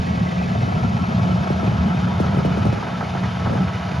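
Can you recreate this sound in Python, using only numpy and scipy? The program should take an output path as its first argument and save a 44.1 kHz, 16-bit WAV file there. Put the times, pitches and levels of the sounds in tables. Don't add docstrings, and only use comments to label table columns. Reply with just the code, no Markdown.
import sys
import numpy as np
from scipy import signal
from scipy.fft import rfft, irfft
from scipy.io import wavfile
from scipy.ndimage import uniform_filter1d, map_coordinates

SR = 44100
rng = np.random.default_rng(int(sys.argv[2]) if len(sys.argv) > 2 else 0)


def waveform_to_disk(signal):
    frames = np.transpose(np.atleast_2d(signal))
    scaled = np.clip(frames, -1, 1) * 32767
    samples = np.round(scaled).astype(np.int16)
    wavfile.write(sys.argv[1], SR, samples)


N = 176400
T = np.arange(N) / SR
HZ = np.fft.rfftfreq(N, 1 / SR)


def amp(db):
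    return 10 ** (np.asarray(db) / 20)


def unit(x):
    return x / np.sqrt(np.mean(x ** 2) + 1e-20)


def curve(table, column=1):
    rows = np.array(table)
    return np.interp(T, rows[:, 0], rows[:, column])


def add(mix, start_s, sound):
    part = mix[max(round(start_s * SR), 0):][:len(sound)]
    part += sound[:len(part)]


def delay(x, ms):
    return np.interp(T - ms / 1000, T, x)


def noise(gains):
    return unit(irfft(rfft(rng.standard_normal(N)) * gains, N))


def wander(rate_hz):
    return noise(1 / (1 + (HZ / rate_hz) ** 4))


def band(hz, half_width_hz):
    return noise(1 / (1 + ((HZ - hz) / half_width_hz) ** 2))


# (frequency [Hz], width [Hz], boost [dB])
RESONANCES = [(422, 58, 2.5), (548, 25, 4), (630, 91, 4.5), (804, 32, 2.5), (969, 45, 6),
              (1104.4, 28.5, 9.5), (1276, 44, 4.5), (1305, 42, 5), (1397, 120, -3.5), (1850, 97, -5),
              (2077, 46, -7), (2554, 100, 4.5), (3790, 140, 0), (4030, 140, -1.5), (5350, 140, 1)]
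def colour(x, tone):
    hz, db = np.transpose(tone)
    tone_db = np.interp(np.log(HZ + 1), np.log(hz), db)
    boost_db = sum(boost / (1 + (2 * (HZ - centre) / width) ** 2) for centre, width, boost in RESONANCES)
    return unit(irfft(rfft(x) * amp(tone_db + boost_db), N))


def rush(tone, shape=N):
    return colour(rng.standard_normal(shape), tone)


def feed(slowest_hz=3.3, fastest_hz=48.3):
    return noise(HZ ** 2 / (HZ ** 2 + slowest_hz ** 2) / (1 + (HZ / fastest_hz) ** 4))


# (time [s], level change [dB])
FLOW = [(0, -2), (.35, -2), (.6, -0.5), (.95, -1), (1.25, 2), (1.45, 0), (1.7, 0.5), (2.05, 0.5),
        (2.16, -5), (2.35, 2.5), (2.68, 2.5), (2.85, -6.5), (3.15, -5.5), (3.35, -7.5), (3.53, 3),
        (3.7, -10), (4, -6)]
# (frequency [Hz], relative level [dB])
RUMBLE_TONE = [(40, -36.5), (80, -0.5), (120, -2.5), (155, -2), (205, -1), (250, -9), (300, -24),
               (500, -37.5), (1500, -104)]
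def rumble(level_db=-22.5, lumpy_db=2.06, side_db=-17, side_hz=170):
    middle, side = rush(RUMBLE_TONE), rush(RUMBLE_TONE)
    spread = np.minimum((HZ / side_hz) ** 2, 5) * amp(side_db)
    side = irfft(rfft(side) * spread, N)
    return np.array([middle + side, middle - side]) * amp(level_db + curve(FLOW) + lumpy_db * wander(18))


# (time [s], level [dB])
GUST_LEVEL = [(0, -30.5), (.15, -28.5), (.27, -28.5), (.42, -28.5), (.58, -21), (.8, -24.5), (1.07, -32.5),
              (1.22, -22), (1.42, -24), (1.58, -26.5), (1.67, -16.5), (1.9, -33.5), (2.0, -24), (2.13, -23),
              (2.32, -19.5), (2.48, -23), (2.68, -12), (2.8, -37.5), (3.1, -26.5), (3.35, -27.5),
              (3.55, -21.5), (3.8, -27.5), (4, -27)]
# (frequency [Hz], relative level [dB])
GUST_TONE = [(20, -44), (33, -48.5), (50, -30), (65, -12.5), (90, -0.5), (120, 0), (150, -4.5), (200, -7.5),
             (400, -127)]
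def gusts(lumpy_db=0.5):
    return rush(GUST_TONE) * amp(curve(GUST_LEVEL) + lumpy_db * wander(25))


# (time [s], level [dB], pitch [Hz])
RIG_NOTE = [(0, -29.5, 177.7), (.16, -27, 180.2), (.23, -25.5, 179.5), (.41, -22.5, 179.6),
            (.52, -31, 183.6), (.9, -30, 180), (1.1, -24.5, 180.7), (1.32, -21.5, 186), (1.45, -28, 181.9),
            (1.59, -25.5, 189.9), (1.75, -29, 181.8), (2.05, -24.5, 179.7), (2.17, -37, 180),
            (2.6, -25.5, 177.3), (2.85, -36, 180.5), (3.1, -30, 183.3), (4, -31.5, 180)]
def rig_drone(waver=0.00754, overtone_db=-24.5, flutter_db=-0.5):
    hz = curve(RIG_NOTE, column=2) * (1 + waver * wander(4.6))
    angle = 2 * np.pi * np.cumsum(hz) / SR
    hum = unit(np.sin(angle) + amp(overtone_db) * np.sin(3 * angle))
    return hum * amp(curve(RIG_NOTE) + flutter_db * wander(18))


def sag(x, fall_per_s=0.006):
    bent_time = T + fall_per_s * T * (T[-1] - T) / 2
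    return map_coordinates(x, [SR * bent_time], order=5, mode="mirror")


# (pitch [Hz], half-width [Hz], level [dB])
PIPE_NOTES = [(2965, 55, -47.5), (3170, 65, -49.5), (3605, 50, -50.5)]
# (time [s], level change [dB])
PIPE_LEVEL = [(0, -5.5), (1, -6), (1.8, -2.5), (2.9, -3.5), (4, -4.5)]
def pipe(flutter_db=2.0):
    notes = sum(band(hz, width) * amp(db + flutter_db * wander(25)) for hz, width, db in PIPE_NOTES)
    return sag(notes) * amp(curve(PIPE_LEVEL))


# (starting delay [ms], strength [share of the direct sound])
WALL_BOUNCES = [(3.1, 0.14), (5.7, 0.24), (9.4, 0.062), (15.2, 0.4), (23, 0.18)]
def walls(x, drift_per_s=0.01498):
    return unit(x + sum(share * delay(x, ms * (1 + drift_per_s * T)) for ms, share in WALL_BOUNCES))


# (time [s], left ear's lead [ms], roar boost [dB], left minus right [dB])
TURN = [(0, 0.41, 8, -1.5), (.5, 0.39, 7.5, 2), (1.1, 0.28, 8, 3), (1.6, 0.22, 9, 1.5),
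        (2.3, 0.14, 7.5, 1.5), (3, 0.09, 5, -2), (3.38, 0.078, 5, 1), (3.55, 0.048, 8, -0.5),
        (4, 0.06, 6, -3.5)]
# (frequency [Hz], relative level [dB])
ROAR_TONE = [(150, -18), (300, -1), (450, 0), (560, -6.5), (700, 7), (900, 6), (1100, -5), (1400, 5),
             (1800, -3), (2050, 0), (2300, -32.5), (4000, -78.5)]
# (frequency [Hz], relative level [dB])
ECHO_TONE = [(150, -30.5), (300, -23.5), (450, 1.5), (560, -8.5), (680, 5), (900, -12), (1100, -2.5),
             (1350, -7), (1750, -5), (2000, -9), (2250, -18.5), (3000, -36.5), (4000, -82.5)]
# (time [s], level change [dB])
ECHO_LEVEL = [(0, -1.5), (1.6, 0), (4, 0)]
def roar(surge, level_db=-40, surge_db=1.88, echo_db=-34.5, echo_surge_db=0.1):
    spray = walls(rush(ROAR_TONE)) * amp(level_db + curve(TURN, column=2) + surge_db * surge)
    spray += slaps()
    pan = amp(curve(TURN, column=3) / 2)
    direct = np.array([spray * pan, delay(spray, ms=curve(TURN)) / pan])
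    echo = rush(ECHO_TONE, (2, N)) * amp(echo_db + curve(ECHO_LEVEL) + echo_surge_db * surge)
    return direct + echo


# (time [s], level [dB])
CHURN_LEVEL = [(0, -37), (.7, -37), (1.2, -43.5), (1.6, -38.5), (2.1, -37.5), (2.4, -32), (2.7, -39),
               (2.85, -38), (3.35, -49), (3.52, -27), (3.7, -51), (4, -64)]
# (frequency [Hz], relative level [dB])
WET_TONE = [(100, -20.5), (200, 5), (330, 2), (480, 3), (750, -2.5), (1300, -13), (2000, -13),
            (4000, -76.5)]
def churn(surge, surge_db=2):
    return rush(WET_TONE, (2, N)) * amp(curve(CHURN_LEVEL) + surge_db * surge)


NOZZLE_HZ = 1336
# (time [s], level [dB])
RING_LEVEL = [(0, -64), (.55, -50), (.72, -44), (1.15, -46.5), (1.7, -46), (2.3, -40), (3, -48), (4, -57)]
def ring(surge, surge_db=2):
    return band(NOZZLE_HZ, half_width_hz=99) * amp(curve(RING_LEVEL) + surge_db * surge)


# (frequency [Hz], relative level [dB])
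HISS_TONE = [(1000, -16.5), (1800, -11), (2150, 6), (2900, -1), (3800, -1.5), (5200, -5.5), (6400, -10.5),
             (7350, -15.5), (7800, -66.5), (9200, -48.5), (9900, -20.5), (11500, -25), (12500, -38)]
# (frequency [Hz], relative level [dB])
RECORDER_TREBLE = [(5500, -56), (6700, -19.5), (7100, 6.5), (8200, 6.5), (9500, 2), (10200, -16.5),
                   (11000, -30.5)]
def hiss(surge, level_db=-43, surge_db=0.66, flicker_db=1.15, treble_db=-60):
    air = walls(sag(rush(HISS_TONE))) * amp(level_db + surge_db * surge + flicker_db * wander(43))
    treble = amp(treble_db) * rush(RECORDER_TREBLE)
    return np.array([air + treble, air - treble])


def grit(grains_per_s=1700, level_db=-46, spread_db=1.5):
    hits = rng.random(N) < grains_per_s / SR
    strength = amp(spread_db * np.minimum(rng.exponential(1, N), 4))
    clicks = hits * strength * rng.choice([-1, 1], N)
    return amp(level_db) * colour(clicks, HISS_TONE)


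def burst(t, rise_s, fade_s):
    return (1 - np.exp(-t / rise_s)) * np.exp(-t / fade_s)


def spit(db, size, top_hz=1250, end_hz=116, fall_s=0.0035, hose_hz=180, swell_s=0.017, boom_db=-10):
    t = T[:SR // 10]
    hz = (end_hz + (top_hz - end_hz) * np.exp(-t / (fall_s * size))) / size
    shape = burst(t, rise_s=0.003, fade_s=0.016)
    chirp = shape / shape.max() * np.sin(2 * np.pi * (np.cumsum(hz) / SR + rng.random()))
    roughness = 1 + 0.16 * unit(uniform_filter1d(rng.standard_normal(len(t)), size=40))
    swell = (t / swell_s * np.exp(1 - t / swell_s)) ** 2
    boom = swell * np.sin(2 * np.pi * (hose_hz * t + rng.random()))
    return amp(db) * (chirp * roughness + amp(boom_db) * boom)


def sputter(lumps_per_s=60, level_db=-33.5, spread_db=4, size_spread=0.15, count=400):
    out, flow_db = np.zeros(N), curve(FLOW)
    times = np.cumsum(rng.exponential(1, count)) / lumps_per_s
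    for s in times[times < T[-1]]:
        strength, bulk = np.clip(rng.standard_normal(2), -2, 2)
        db = level_db + np.interp(s, T, flow_db) + spread_db * strength
        add(out, s, spit(db, size=np.exp(size_spread * bulk)))
    return out


def pit_echo(x, fade_s=1, bass_hz=300):
    t = T[:SR // 2]
    fade = amp(-60 * t / fade_s) * (t > .004)
    middle, side = rfft(rng.standard_normal((2, len(t))) * fade, N)
    spread = np.pi / 4 / (1 + (bass_hz / (HZ + 1)) ** 4)
    middle, side = middle * np.cos(spread), side * np.sin(spread)
    tail = irfft([middle + side, middle - side], N)[:, :len(t)]
    return signal.fftconvolve(x[None], tail / np.linalg.norm(tail[0]), axes=1)[:, :N]


def bump(peak_s, width_s):
    return np.exp(-.5 * ((T - peak_s) / width_s) ** 2)


def squeak(peak_s, hz, db, width_s, waver_hz, rasp=0):
    angle = 2 * np.pi * np.cumsum(hz + waver_hz * wander(waver_hz)) / SR
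    return amp(db) * bump(peak_s, width_s) * unit(np.sin(angle) + rasp * band(hz, 2 * waver_hz))


# (time [s], pitch [Hz], level [dB])
SCUFFS = [(.275, 2000, -39.5), (.32, 1950, -40.5), (.395, 2430, -39.5), (.437, 2540, -38),
          (.482, 1680, -41), (1.045, 2520, -42), (1.675, 2540, -40), (1.975, 2520, -40), (3.05, 2200, -38),
          (3.25, 2170, -39)]
def scuffs():
    return sum(squeak(s, hz, db, width_s=0.0084, waver_hz=130, rasp=0.4) for s, hz, db in SCUFFS)


# (time [s], level [dB], size [1 = ordinary])
BIG_LUMPS = [(0.675, -21.5, 0.97), (1.18, -21, 1.26), (1.292, -23, 1.3), (1.501, -14.5, 0.9),
             (1.628, -18.5, 1.25), (1.674, -21.5, 1.2), (2.199, -11.5, 1.1), (2.343, -20, 0.97),
             (2.37, -16, 0.85), (2.447, -13.5, 1), (2.571, -16, 1.2), (2.65, -16, 0.84),
             (2.662, -16.5, 1.25), (2.725, -19, 0.79), (3.026, -26, .75), (3.149, -23, .85),
             (3.203, -25, .75), (3.459, -21, 0.93), (3.527, -20, 0.8), (3.551, -20, 0.88),
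             (3.602, -23, 0.81), (3.918, -26, .85)]
def big_spits():
    out = np.zeros(N)
    for s, db, size in BIG_LUMPS:
        add(out, s, spit(db, size))
    return out


def choke(dip_db=-5, lead_s=0.015, width_s=0.025):
    loudest_db = max(db for _, db, _ in BIG_LUMPS)
    blockage = sum(amp(db - loudest_db) * bump(s - lead_s, width_s) for s, db, _ in BIG_LUMPS)
    return amp(dip_db * blockage)


def splashes(relative_db=-16):
    level = np.zeros(N)
    for s, db, _ in BIG_LUMPS:
        add(level, s, amp(db + relative_db) * burst(T[:SR // 5], rise_s=0.0084, fade_s=0.06))
    return level * rush(WET_TONE, (2, N))


# (time [s], level [dB])
SLAPS = [(0.681, -27), (2.824, -22.5), (2.863, -28), (2.942, -39), (3.005, -23), (3.148, -25),
         (3.229, -21.5), (3.451, -25)]
def slaps():
    level = np.zeros(N)
    for s, db in SLAPS:
        add(level, s, amp(db) * burst(T[:SR // 5], rise_s=0.003, fade_s=0.022))
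    return level * rush(ROAR_TONE)


# (time [s], level [dB])
WHISTLES = [(.69, -41), (.785, -39.5), (.855, -35.5), (1.005, -34.5), (1.32, -33.5), (1.61, -33.5),
            (2.235, -39), (2.4, -35), (2.95, -34), (3.01, -44)]
def whistles():
    return sum(squeak(s, NOZZLE_HZ, db, width_s=0.012, waver_hz=25) for s, db in WHISTLES)


def scene():
    surge = feed()
    low_air = choke() * (gusts() + rumble())
    jet = pipe() + roar(surge) + churn(surge) + ring(surge) + hiss(surge) + whistles()
    spits = sputter() + big_spits()
    spits_from_left = np.array([spits, delay(spits, ms=0.45)])
    lumps = spits_from_left + splashes() + amp(-17.5) * pit_echo(spits)
    return low_air + rig_drone() + jet + grit() + scuffs() + lumps


def record(dry, cutoff_hz=11900):
    low_pass = signal.firwin(511, cutoff_hz, window=("kaiser", 9), fs=SR)
    return signal.oaconvolve(dry, low_pass[None], "same")


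dry = scene()
out = record(dry)
waveform_to_disk(out)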